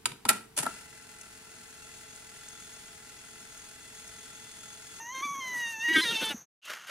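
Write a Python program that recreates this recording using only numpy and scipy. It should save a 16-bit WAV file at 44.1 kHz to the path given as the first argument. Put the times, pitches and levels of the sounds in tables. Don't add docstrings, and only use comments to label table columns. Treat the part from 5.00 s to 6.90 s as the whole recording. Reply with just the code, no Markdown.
import sys
import numpy as np
from scipy import signal
from scipy.io import wavfile
from scipy.ndimage import uniform_filter1d

SR = 44100
rng = np.random.default_rng(int(sys.argv[2]) if len(sys.argv) > 2 else 0)


def generate_wav(signal):
    frames = np.transpose(np.atleast_2d(signal))
    scaled = np.clip(frames, -1, 1) * 32767
    pcm = np.round(scaled).astype(np.int16)
    wavfile.write(sys.argv[1], SR, pcm)


def volts(x):
    e = np.asarray(x, float) / 20
    return 10 ** e


N = 83790


def rms_one(x):
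    return x / np.sqrt(np.mean(x ** 2) + 1e-20)


def in_time(rows):
    s, *columns = np.transpose(rows)
    return [np.interp(np.arange(N) / SR, s, c) for c in columns]


def drift(rate_hz):
    r = np.exp(-2 * np.pi * rate_hz / SR)
    return rms_one(signal.lfilter([1], [1, -2 * r, r * r], rng.standard_normal(N + SR))[SR:])


def band(x, low_hz, high_hz, order=2):
    sos = signal.butter(order, [low_hz, min(high_hz, .45 * SR)], "band", fs=SR, output="sos")
    return signal.sosfilt(sos, x)


def window(start_s, length_s, edge_s):
    t = np.arange(N) / SR
    inside_s = np.minimum(t - start_s, start_s + length_s - t)
    return np.clip(inside_s / max(edge_s, 1e-4) + .5, 0, 1)


def bump(hz, centre_hz, width_hz):
    return 1 / (1 + (2 * (hz - centre_hz) / width_hz) ** 2)


def coloured(spectrum, patchy_db):
    out, edges_hz, points = 0, 22 * 2 ** np.arange(0, 10, .5), np.array(spectrum)
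    together, white = drift(1.1), rng.standard_normal((2, N))
    for k, (low_hz, high_hz) in enumerate(zip(edges_hz, edges_hz[1:])):
        db = np.interp(np.log(low_hz * high_hz) / 2, np.log(points[:, 0]), points[:, 1])
        flicker_db = patchy_db * (1.64 * together + drift(30))
        out = out + volts(db + flicker_db) * band(white[k % 2], low_hz, high_hz)
    return rms_one(out)


def forest_floor():
    # f/Hz, level/(dB per Hz)
    floor_density = [(18, -45.5), (30, -3), (260, -8), (600, -12.5), (1400, -11), (5000, -22.5),
                     (8500, -24.5), (13000, -21)]
    return coloured(floor_density, patchy_db=1.6)


def insects(centre_hz):
    half_width_hz, throb_db = 360, 1
    noise = band(rng.standard_normal(N), centre_hz - half_width_hz, centre_hz + half_width_hz, order=3)
    return rms_one(noise * volts(throb_db * drift(41)))


def voice_breaks():
    # start/s, length/s, side lines/dB, chest tone/dB, rasp/(0-1)
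    half_breaks = [
        (0.14, 0.045, -11, -57.5, 0.04),
        (0.192, 0.04, -16.5, -68, 0.25),
        (0.345, 0.015, -17, -67, 0.5),
        (1.048, 0.076, -4, -47, 0.11),
        (1.108, 0.05, -9, -60, 0.14),
        (1.17, 0.032, 0, -56.5, 0.03),
        (1.243, 0.047, -4.5, -52, 0.07),
    ]
    third_breaks = [
        (0.886, 0.03, -8.5, -37.5, 0.018),
        (0.92, 0.038, -10, -49.5, 0.2),
        (0.961, 0.054, 1, -35.5, 0.071),
        (1.033, 0.021, -6.5, -42.5, 0.2),
        (1.124, 0.038, -22, -45.5, 0.0955),
        (1.211, 0.03, -3.5, -45.5, 0.22),
        (1.3, 0.063, 0, -43, 0.2),
    ]
    edge_s = .01
    halves, thirds = (sum(volts(db) * window(s, d, edge_s) for s, d, db, _, _ in rows)
                      for rows in (half_breaks, third_breaks))
    half_chest, third_chest = (sum(volts(db) * window(s, d, edge_s) for s, d, _, db, _ in rows)
                               for rows in (half_breaks, third_breaks))
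    rasp = .02 + sum(np.clip(1.6 * r, 0, .26) * window(s, d, edge_s)
                     for s, d, _, _, r in half_breaks + third_breaks)
    return halves, thirds, half_chest, third_chest, rasp


def tract_tone(pitch, phase, throat_db, mouth_db, mouth_hz, effort, halves, thirds, tired):
    # f/Hz, width/Hz, level/dB
    nose = [(3300, 1600, -12), (5200, 1200, -18)]
    # t/s, level/dB
    whistle_open = [(0, -75), (0.14, -71), (0.24, -55.5), (0.38, -58.5), (0.46, -58), (0.55, -60),
                    (0.63, -68), (0.67, -52), (0.76, -65), (0.9, -60.5), (0.97, -51), (1.02, -45.5),
                    (1.07, -44), (1.15, -61.5), (1.26, -56.5), (1.32, -80)]
    side_lines = (8, 9, 10, 14, 15, 16, 20)
    fresh_side_db = [-5.5, 6, 3, -2.5, -2.5, 3.5, 2]
    tired_side_db = [-1, 1.5, 9.5, -3.5, 4.5, 4.5, 2.5]
    whistle = volts(in_time(whistle_open)[0])
    line_db = {k: fresh + tired * (late - fresh)
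               for k, fresh, late in zip(side_lines, fresh_side_db, tired_side_db)}
    nose_drive = (effort * 30) ** .73
    throat, mouth, nasal = np.zeros((3, N))
    throat_power, mouth_power = np.full((2, N), 1e-12)
    for k in range(8, 72):
        if k % 6 in (1, 5):
            continue
        hz = pitch * k / 6
        whole = k % 6 == 0
        share = 1 if whole else halves if k % 3 == 0 else thirds
        shimmer_db = 2.5 if whole else 2.5 * 1.7
        share = share * volts(shimmer_db * drift(14))
        wave = share * np.sin(phase * k / 6 + rng.uniform(0, 2 * np.pi))
        if k > 15:
            gain = bump(hz, mouth_hz, 820) + nose_drive * sum(volts(db) * bump(hz, f, w) for f, w, db in nose)
            gain = gain * volts((0 if whole else -0.5) + line_db.get(k, 0))
            mouth += gain * wave
            mouth_power += (gain * share) ** 2 / 2
        else:
            gain = bump(hz, 2010, 860) * volts(line_db.get(k, 0))
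            throat += gain * wave
            throat_power += (gain * share) ** 2 / 2
        nasal += whistle * bump(hz, 9310, 1100) * wave
    return volts(throat_db) * throat / np.sqrt(throat_power) + volts(mouth_db) * mouth / np.sqrt(mouth_power) + nasal


def chest_tone(phase, rasp, tired, half_chest, third_chest):
    shake = 6.0 * rasp * drift(49)
    overtone = .04 + 2.0 * rasp * tired
    third = np.sin(phase / 3 + shake) + overtone * np.sin(phase * 2 / 3 + shake)
    half = np.sin(phase / 2 + shake)
    return np.sqrt(2) * (third_chest * third + half_chest * half) * volts(3.0 * drift(25))


def throat_air(phase, effort, rasp):
    # f/Hz, level/(dB per Hz)
    air_density = [(240, -51), (400, -28.5), (1560, -15), (3200, -23), (5300, -25.5), (7600, -36.5),
                   (9600, -21), (15500, -29.5)]
    flow = (uniform_filter1d(effort, size=2000) * 30) ** 0.95
    pulse = (1 + rasp) * (1 + np.sin(phase))
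    return volts(-49) * flow * pulse * coloured(air_density, patchy_db=4.0)


def voice():
    # t/s, pitch/Hz, fundamental/dB, throat/dB, mouth/dB, mouth
    # resonance/Hz
    wail_line = [(0.0, 907, -44.5, -47.5, -54.5, 2670), (0.04, 917, -52, -50, -58, 2860),
                 (0.1, 986, -44, -43, -57.5, 3100), (0.138, 1074, -46, -51.5, -50, 3560),
                 (0.152, 1054, -41.5, -42, -47.5, 3430), (0.205, 1046, -43.5, -41, -48, 3580),
                 (0.218, 1075, -42.5, -54, -59.5, 3450), (0.232, 1144, -31, -39.5, -44, 3460),
                 (0.252, 1164, -37, -34.5, -44, 3460),
                 (0.276, 1129, -36.5, -45.5, -53.5, 3548), (0.3, 1139, -35.5, -45, -54.5, 3470),
                 (0.335, 1133, -37.5, -47.5, -57.5, 3500), (0.352, 1100, -39.5, -48.5, -53, 3400),
                 (0.395, 1100, -38, -50.5, -56.5, 3293),
                 (0.41, 1055, -44.5, -40.5, -45, 3540), (0.5, 998.5, -48.5, -39, -50.5, 3320),
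                (0.529, 992.3, -52.5, -37, -50, 3290), (0.56, 973, -48.5, -32.5, -61.5, 2980),
                (0.6, 965.5, -50, -34, -46, 2900), (0.665, 930.5, -52, -35.5, -39.5, 2800),
                (0.715, 922, -56, -42.5, -43.5, 2727), (0.745, 895, -50.5, -41.5, -42.5, 2800),
                (0.765, 884, -50.5, -47, -44.5, 2810),
                 (0.796, 894, -47.5, -43.5, -48, 2900), (0.816, 905.5, -56, -41, -37, 3000),
                (0.854, 953.6, -51, -28.5, -41.5, 2862), (0.871, 938.3, -49, -28.5, -36, 2900),
                (0.928, 971.4, -48, -24.5, -36.5, 3147), (0.937, 949.5, -44.5, -35, -30.5, 3150),
                (0.948, 981, -49, -21.5, -35.5, 3170), (0.975, 941.6, -48, -24, -27.5, 3170),
                (1.005, 936.6, -54.5, -28, -29.5, 3300),
                 (1.012, 1009, -43, -37.5, -31.5, 3533), (1.031, 1028, -43.5, -34.5, -31.5, 3843),
                 (1.057, 947, -49, -30.5, -32.5, 3390), (1.091, 909.4, -48.5, -38, -29, 3480),
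                 (1.119, 942.3, -46, -36.5, -33.5, 3481),
                 (1.137, 910.7, -50, -42.5, -33, 2940), (1.166, 900, -51, -47, -28.5, 2995),
                 (1.178, 878.4, -42.5, -44.5, -36.5, 2900), (1.199, 887.5, -47, -51, -31.5, 2800),
                 (1.224, 897.8, -47.5, -39.5, -33.5, 3100), (1.251, 882, -41.5, -44, -33.5, 3270),
                 (1.296, 880, -47.5, -46, -35, 3290), (1.321, 869, -44.5, -38, -35, 2800),
                 (1.334, 815, -41, -43.5, -43, 2580)]
    rasp_hz, tired_s = 130, 1.17
    phrases = wail_line
    pitch, low_db, throat_db, mouth_db, mouth_hz = in_time(phrases)
    halves, thirds, half_chest, third_chest, rasp = voice_breaks()
    wobble = 1 + .003 * drift(27.28)
    phase = 2 * np.pi * np.cumsum(pitch * wobble) / SR + rasp * drift(rasp_hz) / 2
    effort = np.sqrt(volts(throat_db) ** 2 + volts(mouth_db) ** 2)
    tired = window(tired_s, 1, .05)
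    upper = tract_tone(pitch, phase, throat_db, mouth_db, mouth_hz, effort, halves, thirds, tired)
    upper += chest_tone(phase, rasp, tired, half_chest, third_chest)
    flutter = volts(1.0 * drift(35))
    swell = 1 + .45 * rasp * drift(rasp_hz)
    tone = upper * flutter * swell + np.sqrt(2) * volts(low_db) * np.sin(phase)
    return (tone + throat_air(phase, effort, rasp)) * window(-1, 2.33, 0.027)


def echoes(x):
    level_db, t60_s = -24, .2
    tail = rng.standard_normal(SR // 2) * volts(-60 * np.arange(SR // 2) / SR / t60_s)
    return x + volts(level_db) * signal.fftconvolve(x, tail / np.sqrt(np.sum(tail ** 2)))[:N]


def paws():
    # t/s, tick/dB, thud/dB, thud f/Hz
    touches = [(0.18, -49, -46.5, 302), (0.209, -81.5, -45, 335), (0.252, -46.5, -41, 263),
               (0.303, -67, -45.5, 171), (0.35, -50.5, -55, 267.8), (0.385, -69, -47, 257),
               (0.474, -46.5, -71, 242.3), (0.556, -64, -55, 151.8), (0.783, -70.5, -50.5, 243),
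               (0.926, -70, -40.5, 245), (1.053, -72.5, -43.5, 220.1), (1.091, -59, -42.5, 157),
               (1.121, -69, -36.5, 205), (1.277, -66, -45, 198), (1.343, -60, -33, 226),
               (1.65, -44, -73, 298), (1.869, -46.5, -74, 300)]
    tick_s, thud_cycles = .009, 4.66
    t, out = np.arange(N) / SR, np.zeros(N)
    noise = band(rng.standard_normal(N), 1500, 16000, order=1)
    for s, tick_db, thud_db, hz in touches:
        age = np.maximum(t - s, 0)
        out += volts(tick_db) * 5 * age / tick_s * np.exp(-2 * age / tick_s) * noise
        swell = age * hz * thud_cycles / 4
        out += volts(thud_db) * np.e * swell * np.exp(-swell) * np.sin(2 * np.pi * hz * age)
    return out


def fur():
    # start/s, length/s, level/dB
    brushes = [
        (0.553, 0.042, -50.5),
        (0.591, 0.039, -52.5),
        (0.693, 0.052, -51),
        (0.818, 0.04, -52.5),
        (0.932, 0.087, -43),
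        (1.014, 0.16, -45.5),
        (1.229, 0.031, -55),
    ]
    noise = band(rng.standard_normal(N), 2900, 14080, order=1)
    hiss = rms_one(noise) * volts(0.61 * drift(45))
    return hiss * sum(volts(db) * window(s, d, .03) for s, d, db in brushes)


def scrape():
    # t/s, level/dB, extra upper ring/dB, extra low ring/dB
    stroke = [(1.617, -88.5, 20, -8), (1.635, -66.5, 19.5, -13.5), (1.665, -51.5, 10, -4),
              (1.7, -41, -3.5, -0.5), (1.75, -44, -11, -6), (1.775, -48.5, -2, -19),
              (1.86, -55.5, -0.5, -28), (1.878, -51, 6, -7), (1.9, -43.5, -5.5, 10)]
    # f/Hz, width/Hz, level/dB
    wood = [(630, 67, -2), (1463, 224, 8), (1840, 810, 11), (2800, 330, 6), (4920, 2100, -3.5),
            (10320, 3400, -5)]
    grains_per_s, grain_spread_db = 3800, -1
    hits = rng.random(N) < grains_per_s * volts(3.0 * drift(60)) / SR
    grains = hits * volts(grain_spread_db * rng.exponential(1, N)) * rng.choice([-1, 1], N)
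    stroke_db, upper_db, low_db = in_time(stroke)
    rings = [volts(db) * rms_one(band(grains + 1e-18, f - w / 2, f + w / 2, order=1)) for f, w, db in wood]
    low, *middle, upper, leaf, edge = rings
    return volts(stroke_db - 13) * (volts(low_db) * low + sum(middle) + volts(upper_db) * upper + leaf + edge)


def scene():
    fade_start_s, fade_end_s, in_start_s, in_end_s = 1.378, 1.457, 1.617, 1.665
    insect_hz, insect_2_hz = 6240, 6430
    t = np.arange(N) / SR
    first = np.clip((fade_end_s - t) / (fade_end_s - fade_start_s), 0, 1)
    second = np.clip((t - in_start_s) / (in_end_s - in_start_s), 0, 1)
    floor = forest_floor()
    chorus = insects(insect_hz) + volts(-16) * insects(2 * insect_hz)
    den = echoes(voice()) + volts(-54) * floor + volts(-47.5) * chorus
    leaves = volts(-70) * floor + volts(-61) * insects(insect_2_hz)
    touch = paws() + fur()
    mono = first * den + second * leaves + (first + second) * touch + (t > in_start_s) * scrape()
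    return np.array([mono, mono])


def low_pass(x):
    return signal.sosfilt(signal.butter(12, 15820, fs=SR, output="sos"), x)


def record(dry):
    x = signal.sosfilt(signal.butter(2, 115, "high", fs=SR, output="sos"), dry)
    x = signal.sosfilt(signal.butter(2, 13100, fs=SR, output="sos"), x)
    x = signal.sosfilt(signal.cheby2(12, 60, 16400, fs=SR, output="sos"), x)
    return low_pass(x)


dry = scene()
out = record(dry)
generate_wav(out)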